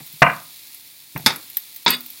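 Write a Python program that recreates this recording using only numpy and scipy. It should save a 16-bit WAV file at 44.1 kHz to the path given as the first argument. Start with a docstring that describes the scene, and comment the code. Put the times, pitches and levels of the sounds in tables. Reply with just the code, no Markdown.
"""A bowl knocks on a wooden board and rocks to rest: dense short resonances, clear modes and a room tail.
A metal spatula lands in diced vegetables with soft bumps, then strikes the frying pan in two pairs of blows
(noise bursts and ringing modes) and scrapes along it (a run of random slips driving the pan).
Hot oil spits in swelling bursts of high noise, over a gentle sizzle of hiss and fine crackles
and the low murmur of a small kitchen. The loudest knocks overload the close microphone."""
import sys
import numpy as np
from scipy import signal
from scipy.fft import rfft, irfft
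from scipy.io import wavfile

SR = 44100
rng = np.random.default_rng(int(sys.argv[2]) if len(sys.argv) > 2 else 0)


def dump(signal):
    """Clip the signal to [-1, 1] and save it as 16-bit WAV at the path in sys.argv[1]."""
    limited = np.clip(np.atleast_2d(signal).T, -1, 1)
    pcm = np.round(limited * 32767).astype(np.int16)
    wavfile.write(sys.argv[1], SR, pcm)


N = 97020
TIME = np.arange(N) / SR
RING_TIME = TIME[:32768]   # time axis of every single event
BUMP_ROOM_DB = -17

# spectrum of a low thump through the stove: f/Hz, density/dB
THUMP_SPECTRUM = [(30, -30.5), (70, -21.5), (110, -10), (148, 5), (195, -8.5), (250, -9.5), (400, -21),
                  (900, -46.5)]
THUMP_T60_S = .11
# modes of pan and blade: f/Hz, level/dB, t60/s
PAN_RESONANCES = [(1275, -4, .14), (1443, -7, .22), (2150, -2, .13), (2600, -5, .13), (3475, 6, .095),
                  (3830, 3, .08), (4400, 2, .09), (4750, 1, .09), (5090, 0, .1), (6080, -12, .09),
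                  (6980, -14, .09), (8210, -16, .1), (10000, -7, .06), (12400, -2, .05)]


def from_db(db):
    """Decibels to gain."""
    return 10 ** (np.asarray(db) / 20)


def at_hz(points, hz):
    """Read a table on a log-frequency axis."""
    f, v = np.transpose(points)
    return np.interp(np.log(np.maximum(hz, 1)), np.log(f), v)


def rms_one(x):
    """Scale to unit power."""
    return x / np.sqrt(np.mean(x ** 2) + 1e-20)


def white(size=len(RING_TIME)):
    """Noise from many equal partials of random phase; unit power."""
    phases = 2 * np.pi * rng.random(size // 2 + 1)
    return rms_one(irfft(np.exp(1j * phases), size))


def dying(t60):
    """A decay of 60 dB in t60 seconds."""
    return np.exp(-np.log(1000) * RING_TIME / t60)


def coloured(x, colour):
    """A causal (minimum-phase) filter with the given spectrum; keeps the power of white noise."""
    hz = np.fft.rfftfreq(len(x), 1 / SR)
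    cepstrum = irfft(np.log(from_db(at_hz(colour, hz))), len(x))
    # folding the cepstrum onto positive times makes the phase minimal
    cepstrum[1:len(x) // 2] *= 2
    cepstrum[len(x) // 2 + 1:] = 0
    response = np.exp(rfft(cepstrum))
    power = np.mean(abs(response) ** 2)
    return irfft(rfft(x) * response / np.sqrt(power), len(x))


def low_pass(x, order, cut_hz):
    """Butterworth treble cut."""
    return signal.sosfilt(signal.butter(order, cut_hz, fs=SR, output="sos"), x)


def through(x, response):
    """Drive a body or room, given by its response scaled to unit energy."""
    return signal.fftconvolve(x, response / np.linalg.norm(response))[:N]


def add(out, s, sound):
    """Mix a sound in at a time in seconds."""
    i = int(s * SR)
    out[i:i + len(sound)] += sound[:N - i]


def room_tail():
    """The kitchen's answer to a blow: builds up, then each octave dies at its own rate."""
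    # reverberation time of the kitchen: f/Hz, t60/s
    kitchen_t60 = [(60, .36), (250, 0.39), (600, .3), (1100, 0.33), (2000, 0.27), (4000, 0.22), (8000, .2),
                   (15000, 0.14)]
    build_s = .006
    spectrum = rfft(white())
    hz = np.fft.rfftfreq(len(RING_TIME), 1 / SR)
    octave = np.round(np.log2(np.clip(hz, 64, 16384)))
    tail = np.zeros(len(RING_TIME))
    for k in np.unique(octave):
        band = irfft(spectrum * (octave == k))
        tail += band * dying(at_hz(kitchen_t60, 2 ** k))
    return tail * (1 - np.exp(-RING_TIME / build_s))


def knock(colour, t60, room_db):
    """Dense short resonances of a struck body, and the room after them."""
    body = white() * dying(t60)
    return coloured(body + from_db(room_db) * room_tail(), colour)


def ring(modes):
    """The clear modes of a body, each struck with a slightly different strength and a random sign."""
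    out = np.zeros(len(RING_TIME))
    for hz, db, t60 in modes:
        strength = from_db(db + rng.standard_normal()) * rng.choice([-1, 1])
        out += strength * np.sin(2 * np.pi * hz * RING_TIME) * dying(t60)
    return out


def bowl():
    """A dull, ringing knock on the board and smaller ones as the bowl rocks to rest."""
    # contacts of bowl and board: t/s, level/dB
    contacts = [(0.2192, 0), (0.2222, -4.5), (0.2277, -5), (0.2499, -28), (0.2656, -10), (0.2985, -18.5)]
    # clear modes of bowl and board: f/Hz, level/dB, t60/s
    bowl_modes = [(150, -7, .28), (172, -9, .26), (560, -5, .2), (688, 0, .21), (716, 0, .23),
                  (926, -3, .26), (1016, -5, .33), (1076, -3, .35), (1140, -1, .38), (1217, 0, .36),
                  (1248, -3, .34), (1525, 3, .2), (1637, -3, .22), (2360, 3, .18), (2795, -3, .2)]
    # spectrum of their dense, short-lived resonances: f/Hz, density/dB
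    bowl_spectrum = [(30, -24), (70, -18.5), (140, -4), (210, -8), (290, -8), (390, -16), (470, -9),
                     (700, 3), (820, -6), (950, 0), (1200, 2), (1360, -5), (1520, 4.5), (1750, -3.5),
                     (2000, 1), (2230, -7), (2370, -2), (2620, -8), (2820, -6), (3250, -24.5),
                     (4200, -49.5)]
    t60_s, room_db, ring_db, cut_hz = .05, -13, -19.5, 3600
    out = np.zeros(N)
    for s, db in contacts:
        body = knock(bowl_spectrum, t60_s, room_db)
        add(out, s, from_db(db) * (body + from_db(ring_db) * ring(bowl_modes)))
    return low_pass(out, 6, cut_hz)


def pan_hits():
    """Metal on the pan, damped by the food: clank, clunk and thump, with a treble cut-off for each clank."""
    # blows of the blade: t/s, clank level/dB, clank cut-off f/Hz, clunk f/Hz, clunk level/dB, thump level/dB
    blows = [(1.2617, -3, 13600, 871, -14, -26), (1.3038, -19.5, 7100, 917, -24, -41),
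             (1.8627, -7.5, 5220, 951, -9.5, -27), (1.879, -10, 7400, 940, -18.5, -37.5)]
    # spectrum of the dense resonances of the pan: f/Hz, density/dB
    pan_spectrum = [(30, -35), (130, -4), (280, 0), (600, -3.5), (950, -2), (2300, 3), (3050, -7),
                    (3600, 8.5), (4150, -2.5), (4600, 1.5), (5200, 1), (5700, -7), (9000, -11),
                    (12500, -6.5), (15500, -33.5)]
    t60_s, room_db, ring_db, clunk_t60_s = 0.062, -13, -15, 0.092
    out = np.zeros(N)
    for s, db, cut_hz, clunk_hz, clunk_db, thump_db in blows:
        blow = knock(pan_spectrum, t60_s, room_db) + from_db(ring_db) * ring(PAN_RESONANCES)
        clank = from_db(db) * low_pass(blow, 4, cut_hz)
        clunk = ring([(clunk_hz, clunk_db, clunk_t60_s)])
        thump = from_db(thump_db) * knock(THUMP_SPECTRUM, THUMP_T60_S, BUMP_ROOM_DB)
        add(out, s, clank + clunk + thump)
    return out


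def scrape():
    """The blade slips densely along the pan: a rasp and ringing modes, with a low hum from its start."""
    # spectrum of the scraping force: f/Hz, density/dB
    scrape_spectrum = [(50, -40), (130, -5.5), (260, 1), (500, -11), (1400, -4), (2500, 2.5), (3050, -4),
                       (3500, -3), (4900, 3.5), (5650, -44.5), (7000, -5.5), (7700, -49), (8300, -1.5),
                       (9200, -23.5), (15000, -14.5)]
    # hum of the whole pan on the stove, set off by dragging the blade: f/Hz, level/dB, t60/s
    hum_modes = [(246, -29.5, 0.45)]
    start_s, end_s, attack_s, release_s = 1.880, 1.945, .004, 0.0051   # release: fall to 1/e
    slips_per_s, slip_spread_db = 1500, 2
    rasp_db, ring_db, room_db = -23, -29.5, -18

    attack = np.clip((TIME - start_s) / attack_s, 0, 1)
    release = np.exp(-np.maximum(TIME - end_s, 0) / release_s)
    sizes = from_db(slip_spread_db * rng.standard_normal(N)) * rng.choice([-1, 1], N)
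    slips = sizes * (rng.random(N) < slips_per_s / SR)
    force = coloured(rms_one(slips) * attack * release, scrape_spectrum)

    rasp = through(force, white() * dying(0.036))
    ringing = through(force, ring(PAN_RESONANCES))
    direct = from_db(rasp_db) * rasp + from_db(ring_db) * ringing
    add(direct, start_s, ring(hum_modes))
    return direct + from_db(room_db) * through(direct, room_tail())


def bumps():
    """Soft contacts, strong as the spatula lands in the vegetables: a low thump and a short chop."""
    # soft contacts at the stove: t/s, thump level/dB, chop level/dB
    contacts = [(0.003, -35.5, -39.5), (0.134, -45, -71.5), (1.153, -24, -56.5), (1.1614, -25.5, -24),
                (1.194, -31, -39), (1.238, -34.5, -74.5)]
    # spectrum of the chop: f/Hz, density/dB
    chop_spectrum = [(200, -5.5), (400, -10), (620, 2.5), (880, 3.5), (1250, -8), (1650, -2.5),
                     (2700, -5.5), (3200, -23.5), (6000, -44)]
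    chop_t60_s = .06
    out = np.zeros(N)
    for s, thump_db, chop_db in contacts:
        thump = from_db(thump_db) * knock(THUMP_SPECTRUM, THUMP_T60_S, BUMP_ROOM_DB)
        chop = from_db(chop_db) * knock(chop_spectrum, chop_t60_s, BUMP_ROOM_DB)
        add(out, s, thump + chop)
    return out


def spits():
    """Each drop of water swells and bursts in the oil with a high, short fizz; a slower swell dies more slowly."""
    # bursting drops: t/s, level/dB, f/Hz, swell/s
    drops = [(0.060, -37, 14880, 0.0045), (0.126, -34, 14200, 0.0021), (0.7435, -29.5, 11500, 0.0022),
             (1.1752, -26, 14200, .002), (1.204, -37, 12800, 0.0022), (1.358, -25.5, 12000, 0.0027),
             (1.499, -30, 12500, 0.0021), (1.569, -8.5, 13100, 0.0013), (1.7429, -37, 14800, .003),
             (1.7596, -27, 15080, 0.0029), (1.8482, -32.5, 14200, 0.0013), (1.903, -11, 12240, 0.0024),
             (1.9645, -34, 12800, .002), (2.005, -28.5, 14700, 0.0022), (2.0595, -28.5, 14100, .003),
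             (2.1, -31.5, 13900, 0.0024)]
    # spectrum of a spit: multiple of its pitch, density/dB
    spit_spectrum = [(.03, -40.5), (.1, -28.5), (.145, -15.5), (.2, -20), (.35, -21), (.44, -17.5),
                     (0.521, -26.5), (.65, -19), (.82, -20), (0.931, -0.5), (1, -1), (1.1, -6),
                     (1.3, -15.5)]
    t60_swells, room_db, tail_t60_s = 11, -16, 0.12   # the burst's t60 counts in swell times
    out = np.zeros(N)
    for s, db, pitch_hz, swell_s in drops:
        swell = np.minimum(RING_TIME / swell_s, 1) ** 2
        swells_since_peak = np.maximum(RING_TIME / swell_s - 1, 0)
        burst = np.exp(-np.log(1000) * swells_since_peak / t60_swells)
        fizz = white() * swell * (burst + from_db(room_db) * dying(tail_t60_s))
        colour = [(multiple * pitch_hz, level) for multiple, level in spit_spectrum]
        add(out, s, from_db(db) * coloured(fizz, colour))
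    return out


def sizzle():
    """Countless tiny bubbles in the oil: a hiss with fine crackles on it."""
    # vigour of the frying: t/s, level/dB
    vigour_curve = [(0, -40.5), (.35, -40.5), (.7, -41.5), (1.08, -45), (1.21, -41), (1.38, -40.5),
                    (1.65, -41), (1.82, -42.5), (2.06, -41), (2.2, -40)]
    # spectrum of the sizzle: f/Hz, density/dB
    sizzle_spectrum = [(400, -22), (900, -14), (1450, -16.5), (2330, -5.5), (3000, -9.5), (3500, -2.5),
                       (4900, -5), (6000, -10), (8200, -9), (11400, -4), (12800, -5.5), (14400, -3),
                       (15800, -5)]
    crackles_per_s, spread_db, crackle_db, hiss_db = 2700, 5.5, -6, -0.5
    # mostly small crackles, a few much louder
    sizes_db = spread_db * np.minimum(rng.exponential(1, N), 5)
    sizes = from_db(sizes_db) * rng.choice([-1, 1], N)
    clicks = sizes * (rng.random(N) < crackles_per_s / SR)
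    crackle = rms_one(signal.fftconvolve(clicks, white() * dying(0.0053))[:N])
    vigour = from_db(np.interp(TIME, *np.transpose(vigour_curve)))
    mix = from_db(crackle_db) * crackle + from_db(hiss_db) * white(N)
    return vigour * coloured(mix, sizzle_spectrum)


def rumble():
    """Low murmur of the stove and room: steady filtered noise."""
    # spectrum of the murmur: f/Hz, density/dB
    rumble_spectrum = [(25, -25), (50, -12), (100, -2.5), (150, 0), (210, -5.5), (300, 1.5), (450, -13),
                       (1000, -20)]
    return from_db(-63.5) * coloured(white(N), rumble_spectrum)


def scene():
    """Everything at the stove, heard by one microphone."""
    return (bowl() + pan_hits() + scrape() + bumps() + spits() + sizzle() + rumble())[None]


def record(dry):
    """The loudest peaks clip at the overload level, then the top is cut steeply."""
    overload, cutoff_hz = 0.85, 16000   # overload: fraction of full scale
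    top_cut = signal.ellip(10, .1, 70, cutoff_hz, fs=SR, output="sos")
    return signal.sosfilt(top_cut, np.clip(dry, -overload, overload))


dry = scene()
out = record(dry)
dump(out)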